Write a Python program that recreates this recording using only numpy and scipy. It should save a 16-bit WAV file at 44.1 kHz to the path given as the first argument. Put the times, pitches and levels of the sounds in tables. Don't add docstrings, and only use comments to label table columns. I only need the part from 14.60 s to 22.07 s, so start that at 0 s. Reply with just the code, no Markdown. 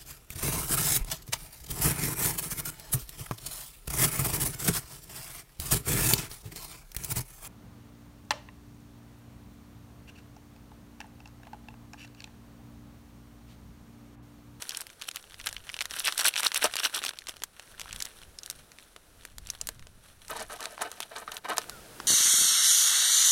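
import sys
import numpy as np
from scipy import signal
from scipy.fft import rfft, irfft, next_fast_len
from scipy.io import wavfile
from scipy.ndimage import uniform_filter1d

SR = 44100
rng = np.random.default_rng(int(sys.argv[2]) if len(sys.argv) > 2 else 0)


def store_pcm(level_fs):
    pcm = np.round(np.clip(level_fs, -1, 1) * 32767).astype(np.int16)
    wavfile.write(sys.argv[1], SR, np.atleast_2d(pcm).T)


N = 329427
TIME = np.arange(N) / SR
TOP_HZ = 15900

# frequency in Hz, relative level in dB.
SACHET_SPECTRUM = [(120, -13), (240, 8.5), (400, 4.5), (650, 2.5), (1060, -4), (1520, -0.5), (2060, -7),
                   (2900, -0.5), (4240, -3), (4860, -9.5), (5680, -1.5), (6800, -13.5), (7800, -5),
                   (10000, -2.5), (13500, -6), (16000, -10)]
# frequency in Hz, relative level in dB.
RUSTLE_SPECTRUM = [(200, -9), (700, -3), (1500, 3.5), (2100, -4), (3000, -1.5), (4200, -1), (4900, -11),
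                   (5800, -1.5), (7000, -9.5), (8000, -4.5), (9800, 0.5), (12500, -8.5), (16000, -14)]


def undb(db):
    return 10 ** (np.asarray(db) / 20)


def unit(x):
    return x / np.sqrt(np.mean(x ** 2) + 1e-20)


def curve(rows):
    return undb(np.interp(TIME, *np.transpose(rows)))


def add(out, start_s, x):
    i = max(int(start_s * SR), 0)
    out[i:i + len(x)] += x[:max(N - i, 0)]


def colour(x, points):
    hz, db = np.transpose(points)
    n = next_fast_len(len(x), real=True)
    f = np.fft.rfftfreq(n, 1 / SR) + 1
    gain = undb(np.interp(np.log(f), np.log(hz), db))
    return unit(irfft(rfft(x, n) * gain, n)[:len(x)])


def resonance(x, hz, q):
    w = 2 * np.pi * min(hz, TOP_HZ) / SR
    a = np.sin(w) / (2 * max(q, .1))
    return signal.lfilter([a, 0, -a], [1 + a, -2 * np.cos(w), 1 - a], x)


def cut(x, hz, kind, order=2):
    return signal.sosfilt(signal.butter(order, min(hz, TOP_HZ), kind, fs=SR, output="sos"), x)


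def walk(rate):
    k = max(int(SR / rate), 1)
    steps = np.repeat(rng.standard_normal(N // k + 1), k)[:N]
    return unit(uniform_filter1d(steps, k))


def grains(rate, spread_db):
    hit = rng.random(N) < rate / SR
    sign = np.sign(rng.standard_normal(N))
    size = undb(spread_db * np.clip(rng.standard_normal(N), -2, 2))
    return unit(hit * sign * size)


def gesture(start_s, length_s, attack_s, release_s):
    first = max(int(start_s * SR) - SR // 8, 0)
    span = slice(first, int((start_s + length_s) * SR) + SR // 5)
    t = TIME[span] - start_s
    return span, np.exp(np.minimum(t, 0) / attack_s - np.maximum(t - length_s, 0) / release_s)


def buckle(decay_s, rise_s=0.00006, tail_s=0.0066, tail_db=-19, crack=0.65):
    t = TIME[:SR // 40]
    flutter = np.exp(-t / decay_s) + undb(tail_db) * np.exp(-t / tail_s)
    x = np.tanh(rng.standard_normal(len(t))) * flutter * (1 - np.exp(-t / rise_s))
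    x[SR // 4000] += crack
    return x / np.linalg.norm(x)


def crackle(rate, spread_db, decay_s, low_hz, high_hz, q, count=200):
    facets = [unit(resonance(buckle(decay_s), hz, q)) for hz in np.geomspace(low_hz, high_hz, count)]
    times = np.cumsum(rng.gamma(2, 1 / (2 * rate), int(rate * N / SR)))
    sizes = undb(spread_db * rng.random(len(times)) ** 2)
    choices = rng.integers(count, size=len(times))
    out = np.zeros(N)
    for at_s, size, facet in zip(times, sizes, choices):
        add(out, at_s, size * facets[facet])
    return unit(out)


def outdoors(wind_db=-1, gust_db=2.0, calm_db=-71, waver_db=1.2):
    # peak in seconds, level in dB before wind_db,
    # time constant of swell and fade in seconds.
    gusts = [(.89, -52.5, 0.26), (1.36, -57, 0.22), (2.05, -57, 0.092), (2.8, -59, 0.23), (3.32, -49, 0.14),
             (3.68, -55, 0.13), (4.0, -55.5, 0.13), (4.89, -49, 0.26), (5.19, -48.5, 0.33),
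             (5.72, -53, 0.28), (6.7, -62, .15), (7.4, -68, .3)]
    # time in seconds, level in dB before the waver.
    air_level = [(0, -58.5), (2.5, -63.5), (3.5, -60), (4.5, -60.5), (5.4, -63.5), (6.85, -57.5),
                 (7.1, -50.5), (7.3, -50), (7.47, -45.5)]
    # frequency in Hz, relative level in dB.
    air_spectrum = [(100, 4.5), (250, 2), (600, 2), (1000, -5.5), (1500, -2.5), (2100, -8), (4000, -9),
                    (7000, -11.5), (10000, -9), (16000, -17)]
    wind_spectrum = [(20, -1), (45, -1.5), (90, -6), (160, -13.5), (300, -23.5), (800, -76)]
    eddies, waver = walk(20), walk(6)
    force = undb(calm_db)
    for at_s, db, fade_s in gusts:
        gust = undb(db) * np.exp(-np.abs(TIME - at_s) / fade_s)
        force = np.maximum(force, gust)
    wind = colour(rng.standard_normal(N), wind_spectrum) * force * undb(wind_db + gust_db * eddies)
    air = colour(rng.standard_normal(N), air_spectrum) * curve(air_level) * undb(waver_db * waver)
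    return wind + air


def whistles(decay_s=0.092):
    # start in seconds, length in seconds,
    # start pitch in Hz, end pitch in Hz, level in dB before the decay.
    glides = [(7.115, .093, 1490, 1240, -50), (8.5, .075, 7200, 10750, -49)]
    out = np.zeros(N)
    for at_s, length_s, start_hz, end_hz, db in glides:
        t = TIME[:int(length_s * SR)]
        pitch = np.linspace(start_hz, end_hz, len(t))
        tone = unit(np.sin(2 * np.pi * np.cumsum(pitch) / SR))
        fade = np.exp(-t / decay_s) * signal.windows.tukey(len(t), .15)
        add(out, at_s, undb(db) * tone * fade)
    return out


def cup(x):
    # frequency in Hz, width in Hz, relative level in dB.
    modes = [(230, 45, -9), (320, 50, -8), (456, 42, 0), (635, 65, 0), (705, 65, -1), (890, 50, -1),
             (1010, 60, -6), (1260, 90, 1), (1530, 55, 0), (1750, 90, -4), (2250, 200, -13),
             (2900, 100, -9), (3700, 250, -11)]
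    return unit(sum(undb(db) * resonance(x, hz, hz / width) for hz, width, db in modes))


def knocks(contact_s=0.0019, lowest_hz=420, grit_db=-16):
    # time in seconds, level in dB over the first 20 ms.
    blows = [(2.044, -26.5), (2.054, -32), (4.362, -55), (5.014, -54), (5.091, -49.5), (5.268, -59.5),
             (5.712, -43), (6.067, -46), (6.222, -42), (6.982, -33), (7.089, -50.5)]
    out, t = np.zeros(N), TIME[:SR // 8]
    for at_s, db in blows:
        grit = undb(grit_db) * rng.standard_normal(len(t)) * np.exp(-t / (10 * contact_s))
        push = np.exp(-t / contact_s) + grit
        note = cup(cut(push, lowest_hz, "high", order=3))
        add(out, at_s, undb(db) * note / np.std(note[:SR // 50]))
    return out


def pouring(cup_db=-2, scrape_db=-6, slide_db=-1, scrape_q=3.5, catch_db=3, dull_hz=3500, lowest_hz=250):
    # start in seconds, length in seconds, level in dB before the layer balance,
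    # relative level of the sliding hiss in dB before slide_db, scrape centre in Hz.
    spills = [(5.701, .025, -36, -5.5, 920), (5.754, 0.079, -39, -4, 895), (5.9, 0.017, -41, -7, 880),
              (5.926, 0.041, -46, -2.5, 805), (5.994, 0.052, -42.5, -1.5, 1080),
              (6.052, 0.091, -51, -3.5, 585), (6.194, 0.0036, -42.5, -25, 1150),
              (6.215, 0.01, -29.5, -3, 1380), (6.248, 0.027, -40, -17, 770), (6.302, 0.157, -55.5, -3, 700),
              (6.515, .022, -44.5, -26, 785), (6.559, 0.032, -40, -3, 1290),
              (6.619, 0.0028, -41.5, -20, 1040), (6.68, 0.0075, -40.5, -21, 1360),
              (6.717, 0.061, -46.5, 0, 1250), (6.847, 0.015, -36, -16, 1090),
              (6.887, 0.046, -31, -11, 1120), (6.972, 0.011, -41, 4.5, 1400)]
    # frequency in Hz, relative level in dB.
    slide_spectrum = [(800, -23), (2500, -4.5), (4100, -2.5), (5000, -6), (6100, -4), (7100, -7),
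                      (8000, -4.5), (9700, -1), (12000, -4.5), (16000, -13)]
    lumps = crackle(rate=220, spread_db=10, decay_s=.001, low_hz=550, high_hz=2100, q=24)
    falling = grains(rate=1100, spread_db=2)
    falling = cut(cut(falling, lowest_hz, "high"), dull_hz, "low")
    slide = crackle(rate=380, spread_db=16, decay_s=.0008, low_hz=2500, high_hz=14000, q=1.5)
    slide = colour(slide, slide_spectrum)
    catch = walk(70)
    spurts = unit(undb(catch_db * np.tanh(catch)))
    out = np.zeros(N)
    for start_s, length_s, db, hiss_db, hz in spills:
        span, swell = gesture(start_s, length_s, attack_s=0.0039, release_s=0.012)
        flow = swell * spurts[span]
        patter = cup(falling[span] * flow)
        scrape = unit(resonance(lumps[span] * flow, hz, scrape_q))
        hiss = unit(slide[span] * flow)
        spill = undb(cup_db) * patter + undb(scrape_db) * scrape + undb(hiss_db + slide_db) * hiss
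        out[span] += undb(db) * np.sqrt(np.mean(swell ** 2)) * spill
    return out


def handling(resting_db=-63):
    # start in seconds, length in seconds, rubbing level in dB,
    # creasing level in dB relative to the rubbing, both before the layer balance.
    grips = [(0, .22, -48.5, -1.5), (0.296, 0.019, -58, 7.5), (0.398, 0.051, -53, 1.5),
             (0.547, 0.043, -50, -4.5), (.6, .46, -61, 0), (0.774, 0.22, -56, 5),
             (1.043, 0.22, -53.5, -0.5), (1.301, 0.28, -45, -4), (1.51, .9, -49, -3.5),
             (2.427, 0.069, -43.5, 4.5), (2.513, 0.29, -68, 11.5), (2.685, 0.02, -50, 2),
             (2.944, 0.21, -57.5, -8), (3.187, 0.2, -54.5, 1), (3.346, .135, -50, -1),
             (3.464, 0.17, -54.5, -5.5), (3.83, 0.18, -56, -7.5), (4.19, .05, -57, -2),
             (4.606, 0.091, -64, 2), (4.851, 0.11, -56.5, 2), (4.982, 0.18, -57.5, -10),
             (5.439, 0.08, -55, -22), (5.616, 1.14, -56, -5.5), (6.413, 0.021, -50.5, 10),
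             (6.988, 0.064, -54, 2)]
    rubbing = np.full(N, undb(resting_db))
    creasing = np.zeros(N)
    for start_s, length_s, db, crease_db in grips:
        span, swell = gesture(start_s, length_s, attack_s=0.0087, release_s=0.015)
        rubbing[span] = np.maximum(rubbing[span], undb(db) * swell)
        creasing[span] = np.maximum(creasing[span], undb(db + crease_db) * swell)
    return rubbing, creasing


def rustling(crinkle_db=-1, rub_db=-3, slip_db=2, crease_db=0):
    crinkles = crackle(rate=240, spread_db=18, decay_s=.0008, low_hz=1400, high_hz=13000, q=1.5)
    catch = walk(90)
    rub = undb(slip_db * catch) * rng.standard_normal(N)
    creases = crackle(rate=48, spread_db=10, decay_s=.001, low_hz=1900, high_hz=5000, q=.8)
    rubbing, creasing = handling()
    crinkling = np.sqrt(rubbing * creasing)
    return (rubbing * undb(rub_db) * colour(rub, RUSTLE_SPECTRUM)
            + crinkling * undb(crinkle_db) * colour(crinkles, RUSTLE_SPECTRUM)
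            + creasing * undb(crease_db) * colour(creases, SACHET_SPECTRUM))


def shaking(powder_db=-10, gain_db=-3.5):
    # start in seconds, length in seconds, level in dB before gain_db,
    # high-pass corner in Hz.
    throws = [(0.484, 0.0043, -28.5, 518), (0.863, 0.012, -30, 550), (1.357, 0.035, -34.5, 650),
              (1.454, 0.035, -23, 1100), (1.59, 0.028, -24, 1000), (1.652, .034, -17.5, 920),
              (1.781, 0.022, -24, 1120), (1.844, 0.026, -19.5, 950), (1.962, 0.015, -22, 950),
              (2.023, 0.0055, -23.5, 750), (2.041, .018, -20, 350), (2.187, 0.014, -26, 900),
              (2.238, 0.031, -21.5, 850), (2.343, 0.045, -27.5, 546)]
    foil = crackle(rate=420, spread_db=15, decay_s=.0007, low_hz=1200, high_hz=11500, q=2.2)
    powder = unit(resonance(grains(rate=9000, spread_db=3), 3000, .3))
    slap = colour(foil + undb(powder_db) * powder, SACHET_SPECTRUM)
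    out = np.zeros(N)
    for start_s, length_s, db, lowest_hz in throws:
        span, swell = gesture(start_s, length_s, attack_s=0.007, release_s=0.0059)
        throw = unit(cut(slap[span] * swell, lowest_hz, "high", order=1))
        out[span] += undb(db + gain_db) * np.sqrt(np.mean(swell ** 2)) * throw
    return out


def snaps(dull_hz=12500, lowest_hz=300, gain_db=0):
    # time in seconds, level in dB over the first 5 ms, ring in Hz,
    # sharpness Q (no unit, held to at least 0.1).
    creases = [(0.0219, -33, 2800, 0.26), (0.0314, -45, 6400, .35), (0.093, -30, 6640, .8),
               (0.1072, -36, 3500, 1.8), (0.119, -40, 3800, 1), (.1478, -34.5, 3430, 2),
               (.171, -30, 9000, 2.7), (0.2075, -34.5, 8800, 0.7), (0.2152, -36.5, 8700, 0.24),
               (0.2681, -42, 3900, 0.14), (0.301, -46, 2600, 1.3), (.415, -39, 2870, 2.7),
               (.421, -34.5, 3880, 0.31), (0.5129, -38, 3930, .7), (.5597, -32, 11000, 0.085),
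               (0.5687, -36.5, 2880, 1.9), (.627, -51, 3800, 0.27), (0.743, -43, 2820, 1),
               (0.7998, -41, 2650, 2.2), (.87, -26, 2640, 0.56), (0.8894, -34.5, 3300, .4),
               (.928, -37, 2040, 0.26), (.9659, -34, 2740, 4.5), (1.092, -35, 2250, 3),
               (1.0987, -36.5, 1990, 1.9), (1.142, -32.5, 3150, 1.9), (1.1658, -38, 1890, .7),
               (1.19, -33, 2970, 1.5), (1.2074, -26.5, 2940, 0.89), (1.214, -28.5, 2500, 0.63),
               (1.2213, -32.5, 4500, 0.4), (1.255, -31.5, 3230, .4), (1.3092, -34.5, 4140, 0.67),
               (1.3966, -28, 12000, 1.6), (1.4027, -30, 2870, 1.1), (1.48, -23, 2180, 1.6),
               (1.5236, -29.5, 2640, 0.66), (1.5785, -25, 8200, 0.18), (1.6089, -26.5, 5700, .3),
               (1.6787, -28, 3140, 0.52), (1.739, -31, 2390, 1.6), (1.7576, -29, 2820, 0.52),
               (1.7634, -25, 2660, 1.5), (1.8317, -25.5, 2600, 0.19), (1.9179, -29.5, 2340, 1.2),
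               (1.9443, -25, 5340, .3), (2.1381, -29.5, 2470, 1), (2.1557, -29, 2530, 0.091),
               (2.1667, -26.5, 3000, 0.65), (2.4257, -38, 2560, 2), (2.4387, -30.5, 2580, 0.86),
               (2.4496, -29.5, 3040, 0.13), (2.4614, -31, 3800, 1.7), (2.482, -33.5, 3340, 1.9),
               (2.4914, -31, 2200, 0.32), (2.5879, -35.5, 4450, 0.87), (2.62, -47, 1900, 3.3),
               (2.67, -37.5, 2500, .6), (2.687, -35, 2580, 0.16), (2.6934, -33, 1440, 0.23),
               (2.8208, -38.5, 1140, 0.39), (2.8364, -27.5, 4650, 0.23), (2.996, -40, 1870, 0.59),
               (3.1964, -36.5, 2530, 0.34), (3.2076, -40, 4500, 0.73), (3.215, -35, 3150, 0.46),
               (3.258, -44, 1290, 5.2), (3.3093, -41, 2630, 5), (3.3285, -34.5, 3600, 0.51),
               (3.361, -37, 4800, 0.49), (3.4039, -33.5, 3700, .5), (3.423, -27.5, 7200, 0.75),
               (3.4533, -34.5, 11000, 0.25), (3.7874, -36.5, 5100, 6.1), (3.833, -39, 5100, 1.6),
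               (3.861, -38, 8000, 1.1), (3.8999, -30, 8200, 0.78), (3.91, -38.5, 5300, 0.33),
               (4.1179, -48, 1810, 0.63), (4.1862, -45, 2500, 0.99), (4.363, -43.5, 1330, 0.23),
               (4.6517, -38.5, 2450, 0.1), (4.783, -38, 6200, 0.19), (4.8709, -42, 4400, 1.2),
               (4.9015, -27.5, 6350, 1.6), (5.0131, -28.5, 6540, 1.2), (5.0713, -31.5, 8650, 0.9),
               (5.089, -29.5, 4240, 0.089), (5.1946, -49.5, 1150, 0.29), (5.225, -50.5, 1960, 1.6),
               (5.27, -48, 1170, 0.17), (5.6819, -42, 5000, .4), (6.006, -37.5, 2500, 0.16),
               (6.0558, -30.5, 1240, .25), (6.179, -38, 950, 1.6), (6.316, -37, 3960, 0.13),
               (6.4033, -30.5, 2550, 0.26), (6.411, -46, 1900, .3), (6.4288, -35.5, 2360, 0.55),
               (6.6778, -33.5, 1257, 20), (6.7185, -35.5, 3630, 1.5), (6.768, -34, 3400, 2.7),
               (6.9815, -21.5, 1060, 0.067), (7.096, -34, 2840, 0.088), (7.401, -33, 680, 0.75)]
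    out = np.zeros(N)
    for at_s, db, hz, q in creases:
        decay_s = .0012 * 2 ** ((db + 33) / 20)
        ring = resonance(buckle(decay_s), hz, q)
        x = cut(cut(ring, dull_hz, "low"), lowest_hz, "high", order=1)
        add(out, at_s, undb(db + gain_db) * x / np.std(x[:SR // 200]))
    return out


def scene():
    mix = outdoors() + whistles() + knocks() + pouring() + rustling() + shaking() + snaps()
    return mix[None]


def record(dry):
    return signal.sosfilt(signal.ellip(10, .2, 80, TOP_HZ, fs=SR, output="sos"), dry)


dry = scene()
out = record(dry)
store_pcm(out)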